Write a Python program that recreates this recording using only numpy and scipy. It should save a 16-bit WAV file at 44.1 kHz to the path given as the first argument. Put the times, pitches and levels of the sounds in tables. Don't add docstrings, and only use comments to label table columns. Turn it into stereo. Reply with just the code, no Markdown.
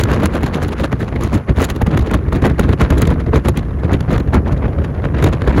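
import sys
import numpy as np
from scipy import signal
from scipy.fft import rfft, irfft
from scipy.io import wavfile
from scipy.ndimage import uniform_filter1d, minimum_filter1d

SR = 44100
rng = np.random.default_rng(int(sys.argv[2]) if len(sys.argv) > 2 else 0)


def to_wav(sig):
    pcm = np.clip(np.atleast_2d(sig), -1, 1) * 32767
    pcm = np.round(pcm).astype(np.int16)
    wavfile.write(sys.argv[1], SR, pcm.T)


N = 246959
TIME, FREQ = np.arange(N) / SR, np.fft.rfftfreq(N, 1 / SR)

# (time [s], length [s], rasp [dB], crackle [dB relative to rasp], rumble [dB relative to rasp])
GUST_TABLE = [(.001,.014,-13.5,-7.5,-32), (0.037,0.0034,-24,3,-4), (0.116,0.046,-16.5,-13,-8),
              (0.205,.012,-20,-16,-3), (0.237,0.017,-13,-15.5,-5), (0.258,0.0099,-19.5,-5.5,-8),
              (0.354,0.035,-17.5,-13.5,-9), (0.436,0.01,-16.5,-10.5,3.5), (.467,0.019,-25,-7,-5),
              (.546,0.016,-19.5,-7.5,-1), (0.634,0.025,-23.5,-5.5,7.5), (0.683,0.012,-29.5,-3.5,8),
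              (0.722,.013,-19,-13.5,-13), (.797,0.025,-20.5,-11,4.5), (0.84,0.013,-15.5,-9.5,-6.5),
              (0.928,0.013,-19,-13.5,3.5), (1.017,0.029,-25,-9,4), (1.162,.015,-27,-18,9),
              (1.237,0.033,-23.5,-4.5,8), (1.343,0.028,-18,-10.5,5.5), (1.496,0.015,-15.5,-25,5),
              (1.578,0.018,-17.5,-15,5), (1.614,0.022,-15,-4.5,-1.5), (1.643,0.015,-23,4.5,5),
              (1.702,0.016,-19.5,-8,0.5), (1.76,0.02,-26,-13.5,7), (1.82,0.006,-13,-13,2),
              (1.869,0.0071,-16.5,-18,4.5), (1.913,0.0087,-16,-19.5,-7), (1.937,0.029,-18.5,-24,5.5),
              (1.976,0.0052,-14,-10.5,-3), (1.993,0.005,-22.5,-10,7), (2.013,0.014,-26,-11,13),
              (2.07,.018,-22,-16.5,-3), (2.115,0.011,-16.5,-12.5,0), (2.143,0.011,-11,-14.5,4),
              (2.23,0.0068,-39,-40,17), (2.272,0.0054,-37,-39,23), (2.328,.006,-15,-11,-3),
              (2.356,0.019,-19,-10,4.5), (2.423,0.0048,-14,-14,1), (2.454,0.02,-11,-15.5,-7),
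              (2.501,0.026,-23.5,-19,11), (2.596,0.015,-14,-11,0), (2.644,0.027,-23,-19.5,10),
              (2.694,0.014,-17.5,-16,8.5), (2.728,0.012,-14.5,-20,-3.5), (2.809,0.02,-14,-12,5),
              (2.837,0.027,-17,-22,-24), (2.906,0.007,-14,-17.5,3), (2.93,0.037,-21.5,-19,8),
              (2.981,.011,-16,-11,-1), (3.022,0.01,-12.5,-7,4.5), (3.054,.004,-23.5,-7,4),
              (3.074,.006,-18.5,-10,2), (3.105,0.027,-19,-21,1.5), (3.202,0.012,-21,-17,-11),
              (3.267,0.0043,-19,-27,3), (3.285,0.013,-25,-36,11.5), (3.335,0.011,-16,-35,2.5),
              (3.359,0.022,-14.5,-15,1.5), (3.458,.014,-17,-13.5,0.5), (3.486,0.012,-16,-7.5,5),
              (3.574,.019,-22,-10,4), (3.844,0.014,-22,-21,7), (3.896,0.023,-22.5,-41,1),
              (3.933,0.022,-19,-15.5,8), (4.007,0.002,-13.5,-15,0), (4.087,0.0085,-18.5,-43,3.5),
              (4.12,0.024,-17.5,-14,-0.5), (4.152,0.015,-23.5,-12,11.5), (4.182,0.0056,-19,-14.5,-8),
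              (4.202,0.0052,-18,-16,-1), (4.276,0.013,-27.5,-24,13), (4.344,0.012,-5.5,-15.5,-3.5),
              (4.365,0.025,-20,-39,7), (4.478,0.028,-23,-26,6), (4.525,0.0086,-26,-11,15.5),
              (4.575,.01,-36,-9,9), (4.645,0.024,-21,-47,6.5), (4.788,0.013,-24,-42,13),
              (4.846,0.012,-24,-17,-3), (4.992,0.011,-26.5,-47,-1.5), (5.05,0.013,-17,-25,-7),
              (5.149,.009,-18.5,-40,-9), (5.202,0.05,-16.5,-29.5,-20), (5.226,0.0029,-19,-10,4),
              (5.244,0.0043,-13.5,-7.5,5), (5.266,0.021,-15,-14.5,-1), (5.333,.014,-17,-19,-4),
              (5.419,0.0022,-14.5,-23.5,-5), (5.478,0.0045,-12,-17,5), (5.495,0.015,-22,-19,4),
              (5.53,0.21,-23.5,-26,-11), (5.6,0.047,-16,-12.5,10)]


def gain_of(db):
    return 10 ** (np.asarray(db) / 20)


def evened(x):
    return x / np.sqrt(np.mean(x ** 2) + 1e-20)


def read(points):
    hz, value = np.transpose(points)
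    return np.interp(np.log(FREQ + 1), np.log(hz + 1), value)


def smooth(x, hz):
    return irfft(rfft(x) * np.exp(-0.5 * (FREQ / hz) ** 2), N)


def port_noise(colour):
    # (frequency [Hz], likeness [0-1])
    likeness = [(30, 0.46), (400, 0.65), (700, 0), (1500, 0.17), (4000, 0.19), (6000, 0.43), (8000, 1),
                (15000, 1)]
    # (frequency [Hz], left minus right [dB])
    left_lean = [(300, 0.5), (550, 0), (1000, 3), (2000, 5), (3200, 5), (4500, 6), (5500, -1), (15000, 1.2)]
    lag_s, treble_hz = 8 / SR, 2200
    left, other = rfft(rng.standard_normal((2, N)))
    alike = np.clip(read(likeness), 0, 1)
    lead = np.exp(2j * np.pi * FREQ * lag_s * (FREQ > treble_hz))
    right = alike * left * lead + np.sqrt(1 - alike ** 2) * other
    lean = gain_of(read(left_lean) / 2)
    spectra = np.array([left * lean, right / lean]) * gain_of(read(colour))
    return evened(irfft(spectra, N))


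def swirl(colour, steady_hz):
    x = port_noise(colour)
    slow_power = np.abs(smooth(x.mean(0) ** 2, steady_hz))
    return evened(x / np.sqrt(slow_power + 0.015))


def sputter(hz, shared_db, own_db):
    spurts = evened(smooth(rng.standard_normal((3, N)), hz))
    spurts = evened(2 * np.tanh(spurts / 2))
    return evened(gain_of(shared_db * spurts[0] + own_db * spurts[1:]))


def mottled(x, patchy_db, frames_size, bins_size):
    spectrum = signal.stft(x, SR, nperseg=256, noverlap=192)[2]
    patches = rng.standard_normal(spectrum.shape[1:])
    patches = uniform_filter1d(patches, frames_size, axis=1)
    patches = evened(uniform_filter1d(patches, bins_size, axis=0))
    coloured = spectrum * gain_of(patchy_db * patches)
    return evened(signal.istft(coloured, SR, nperseg=256, noverlap=192)[1][:, :N])


def steeper(strength, pivot_db, power):
    pivot = gain_of(pivot_db)
    return pivot * (strength / pivot) ** power


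def draught():
    # (time [s], rumble [dB], rasp [dB])
    airflow = [(0.0, -14.5, -28.5), (0.6, -24, -28), (0.9, -26.5, -36), (1.25, -19, -30),
               (1.44, -34, -38.5), (1.95, -24, -30.5), (2.25, -21, -32.5), (2.75, -23, -36.5),
               (3.1, -15.5, -28.5), (3.45, -23, -41), (3.75, -18.5, -33), (4.05, -23, -35.5),
               (4.4, -18.5, -34), (4.9, -21, -33), (5.2, -16, -33), (5.4, -19, -41), (5.6, -22, -21)]
    s, rumble_db, rasp_db = np.transpose(airflow)
    return np.interp(TIME, s, rumble_db), np.interp(TIME, s, rasp_db)


def passing(times, lengths, levels_db, draught_db):
    lopsided = 0.17
    pointed = 1.47
    power = gain_of(draught_db) ** 2
    for s, length, db in zip(times, lengths, levels_db):
        near = slice(*np.searchsorted(TIME, [s - 3 * length, s + 4 * length]))
        age = TIME[near] - s
        width = length * (1 + lopsided * np.sign(age))
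        power[near] += gain_of(db) ** 2 * 0.5 ** (np.abs(2 * age / width) ** pointed)
    return np.sqrt(power)


def small_eddies(draught_db, count=200):
    per_s, mean_length_s = 18, 0.0097
    above_draught_db, scatter_db, crackle_db = 2.5, 2, -25
    wait, size, strength, bright = rng.random((count, 4)).T
    s = np.cumsum(-np.log(1 - wait)) / per_s
    length = mean_length_s * (0.5 + size)
    db = np.interp(s, TIME, draught_db) + above_draught_db + scatter_db * (2 * strength - 1)
    bright_db = crackle_db + scatter_db * (2 * bright - 1)
    return np.transpose([s, length, db, bright_db])


def rasp(rush):
    # (frequency [Hz], relative level per Hz [dB])
    rasp_colour = [(280, -21), (430, 8), (600, 5.5), (800, 1), (1100, 0), (1800, -6), (2700, -14.5),
                   (3800, -26.5), (5500, -39), (9000, -52)]
    grain = mottled(port_noise(rasp_colour), patchy_db=2.0, frames_size=14, bins_size=4)
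    return rush * grain * sputter(hz=205, shared_db=3.1, own_db=1.0)


def crackle(rush, fine):
    # (frequency [Hz], relative level per Hz [dB])
    crackle_colour = [(1500, 7), (2700, 2.5), (3900, -0.5), (5400, -12.5), (7500, -13), (10000, -17.5),
                      (15800, -52)]
    strength = fine * (rush / fine) ** 0.41
    grain = mottled(port_noise(crackle_colour), patchy_db=2.0, frames_size=10, bins_size=7)
    return strength * grain * sputter(hz=383, shared_db=3.0, own_db=3.5)


def spits(fine):
    # (frequency [Hz], relative level per Hz [dB])
    spit_colour = [(3000, -2), (5000, -10), (6800, 0), (8500, -7), (12000, -5), (13000, -19),
                   (15800, -10.5)]
    strength = steeper(fine, pivot_db=-33.5, power=1.23)
    grain = mottled(port_noise(spit_colour), patchy_db=1.5, frames_size=10, bins_size=12)
    return strength * grain * sputter(hz=230, shared_db=5.5, own_db=5.0)


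def tearing():
    crackle_share = 0.8
    snap_s, snap_db, body_db = 0.0033, 0, -2.5
    rasp_draught_db = draught()[1]
    crackle_draught_db = rasp_draught_db - 41
    eddies = np.vstack([np.array(GUST_TABLE)[:, :4], small_eddies(rasp_draught_db)])
    s, length, db, bright_db = eddies.T
    rush = passing(s, length, db, rasp_draught_db)
    body = passing(s, crackle_share * length, db + bright_db, crackle_draught_db)
    snap = passing(s, np.full(len(s), snap_s), db + bright_db, crackle_draught_db)
    fine = np.hypot(gain_of(body_db) * body, gain_of(snap_db) * snap)
    treble = gain_of(2) * crackle(rush, fine) + gain_of(-3.5) * spits(fine)
    treble = treble * sputter(hz=70, shared_db=1.87, own_db=-0.5)
    torn = gain_of(-0.68) * rasp(rush) + treble
    return torn * sputter(hz=105, shared_db=2.02, own_db=1.18)


def flap():
    # (frequency [Hz], relative level per Hz [dB])
    flap_colour = [(90, -14), (160, 3.5), (230, 3), (350, -2), (500, -10.5), (660, -22), (1200, -34.5),
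                   (2500, -75)]
    lag_s, spread_s = 0.0055, 0.0043
    depth = 0.42
    s, length, db, _, deep_db = np.transpose(GUST_TABLE)
    low_db, high_db = draught()
    draught_db = high_db + depth * (low_db - high_db)
    edge = passing(s + lag_s, np.hypot(length, spread_s), db + depth * deep_db, draught_db)
    strength = steeper(edge, pivot_db=-25.5, power=1.09)
    return strength * swirl(flap_colour, steady_hz=27.3) * sputter(hz=90, shared_db=3.0, own_db=-0.2)


def rumble():
    # (frequency [Hz], relative level per Hz [dB])
    rumble_colour = [(10, -34), (25, -14), (38, -7.5), (52, 4.5), (66, 7), (95, 3), (140, -2.5), (190, -13),
                     (320, -76)]
    lag_s, spread_s = 0.012, 0.015
    s, length, db, _, deep_db = np.transpose(GUST_TABLE)
    push = passing(s + lag_s, np.hypot(length, spread_s), db + deep_db, draught()[0])
    return steeper(push, pivot_db=-17, power=1.21) * swirl(rumble_colour, steady_hz=5.7)


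def buffeting():
    return gain_of(3.0) * flap() + gain_of(2.0) * rumble()


def road():
    # (frequency [Hz], relative level per Hz [dB])
    tyre_colour = [(40, 9), (150, 34.5), (400, -40), (700, -48), (1050, 10), (2000, -6), (3200, -31),
                   (5000, -22), (11500, -21.5), (13000, -40), (15800, -46)]
    return gain_of(-28) * port_noise(tyre_colour)


def oncoming():
    # (frequency [Hz], relative level per Hz [dB])
    far_tyre_colour = [(200, -38), (380, -2), (520, 5), (720, 2), (950, -10), (1500, -27), (4000, -53)]
    nearest_s, half_width_s, nearest_db = 4.62, 0.22, -31
    distance = np.hypot(1, (TIME - nearest_s) / half_width_s)
    return gain_of(nearest_db) * port_noise(far_tyre_colour) / distance


def centre_bass(ports):
    # (time [s], edge [Hz])
    mono_edge = [(0, 8), (1.05, 8.2), (1.11, 500), (1.35, 700), (1.55, 680), (2.2, 770), (2.8, 720),
                 (3.65, 640), (4.0, 510), (4.4, 340), (4.9, 310), (5.2, 196), (5.6, 120)]
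    hz, t, side = signal.stft((ports[0] - ports[1]) / 2, SR, nperseg=1024, noverlap=768)
    edge_hz = np.interp(t, *np.transpose(mono_edge))
    side = side / np.sqrt(1 + (edge_hz / (hz[:, None] + 10)) ** 8)
    side = signal.istft(side, SR, nperseg=1024, noverlap=768)[1][:N]
    return ports.mean(0) + np.array([side, -side])


def limit(sound):
    ceiling, span = 0.96, 161
    room = ceiling / np.maximum(np.abs(sound).max(0), ceiling)
    gain = uniform_filter1d(minimum_filter1d(room, size=span), size=span)
    return sound * gain


def scene():
    return tearing() + buffeting() + road() + oncoming()


def record(dry):
    limited = limit(centre_bass(dry))
    low_pass = signal.firwin(511, 15900, window=("kaiser", 9), fs=SR)
    return signal.oaconvolve(limited, low_pass[None], "same")


dry = scene()
out = record(dry)
to_wav(out)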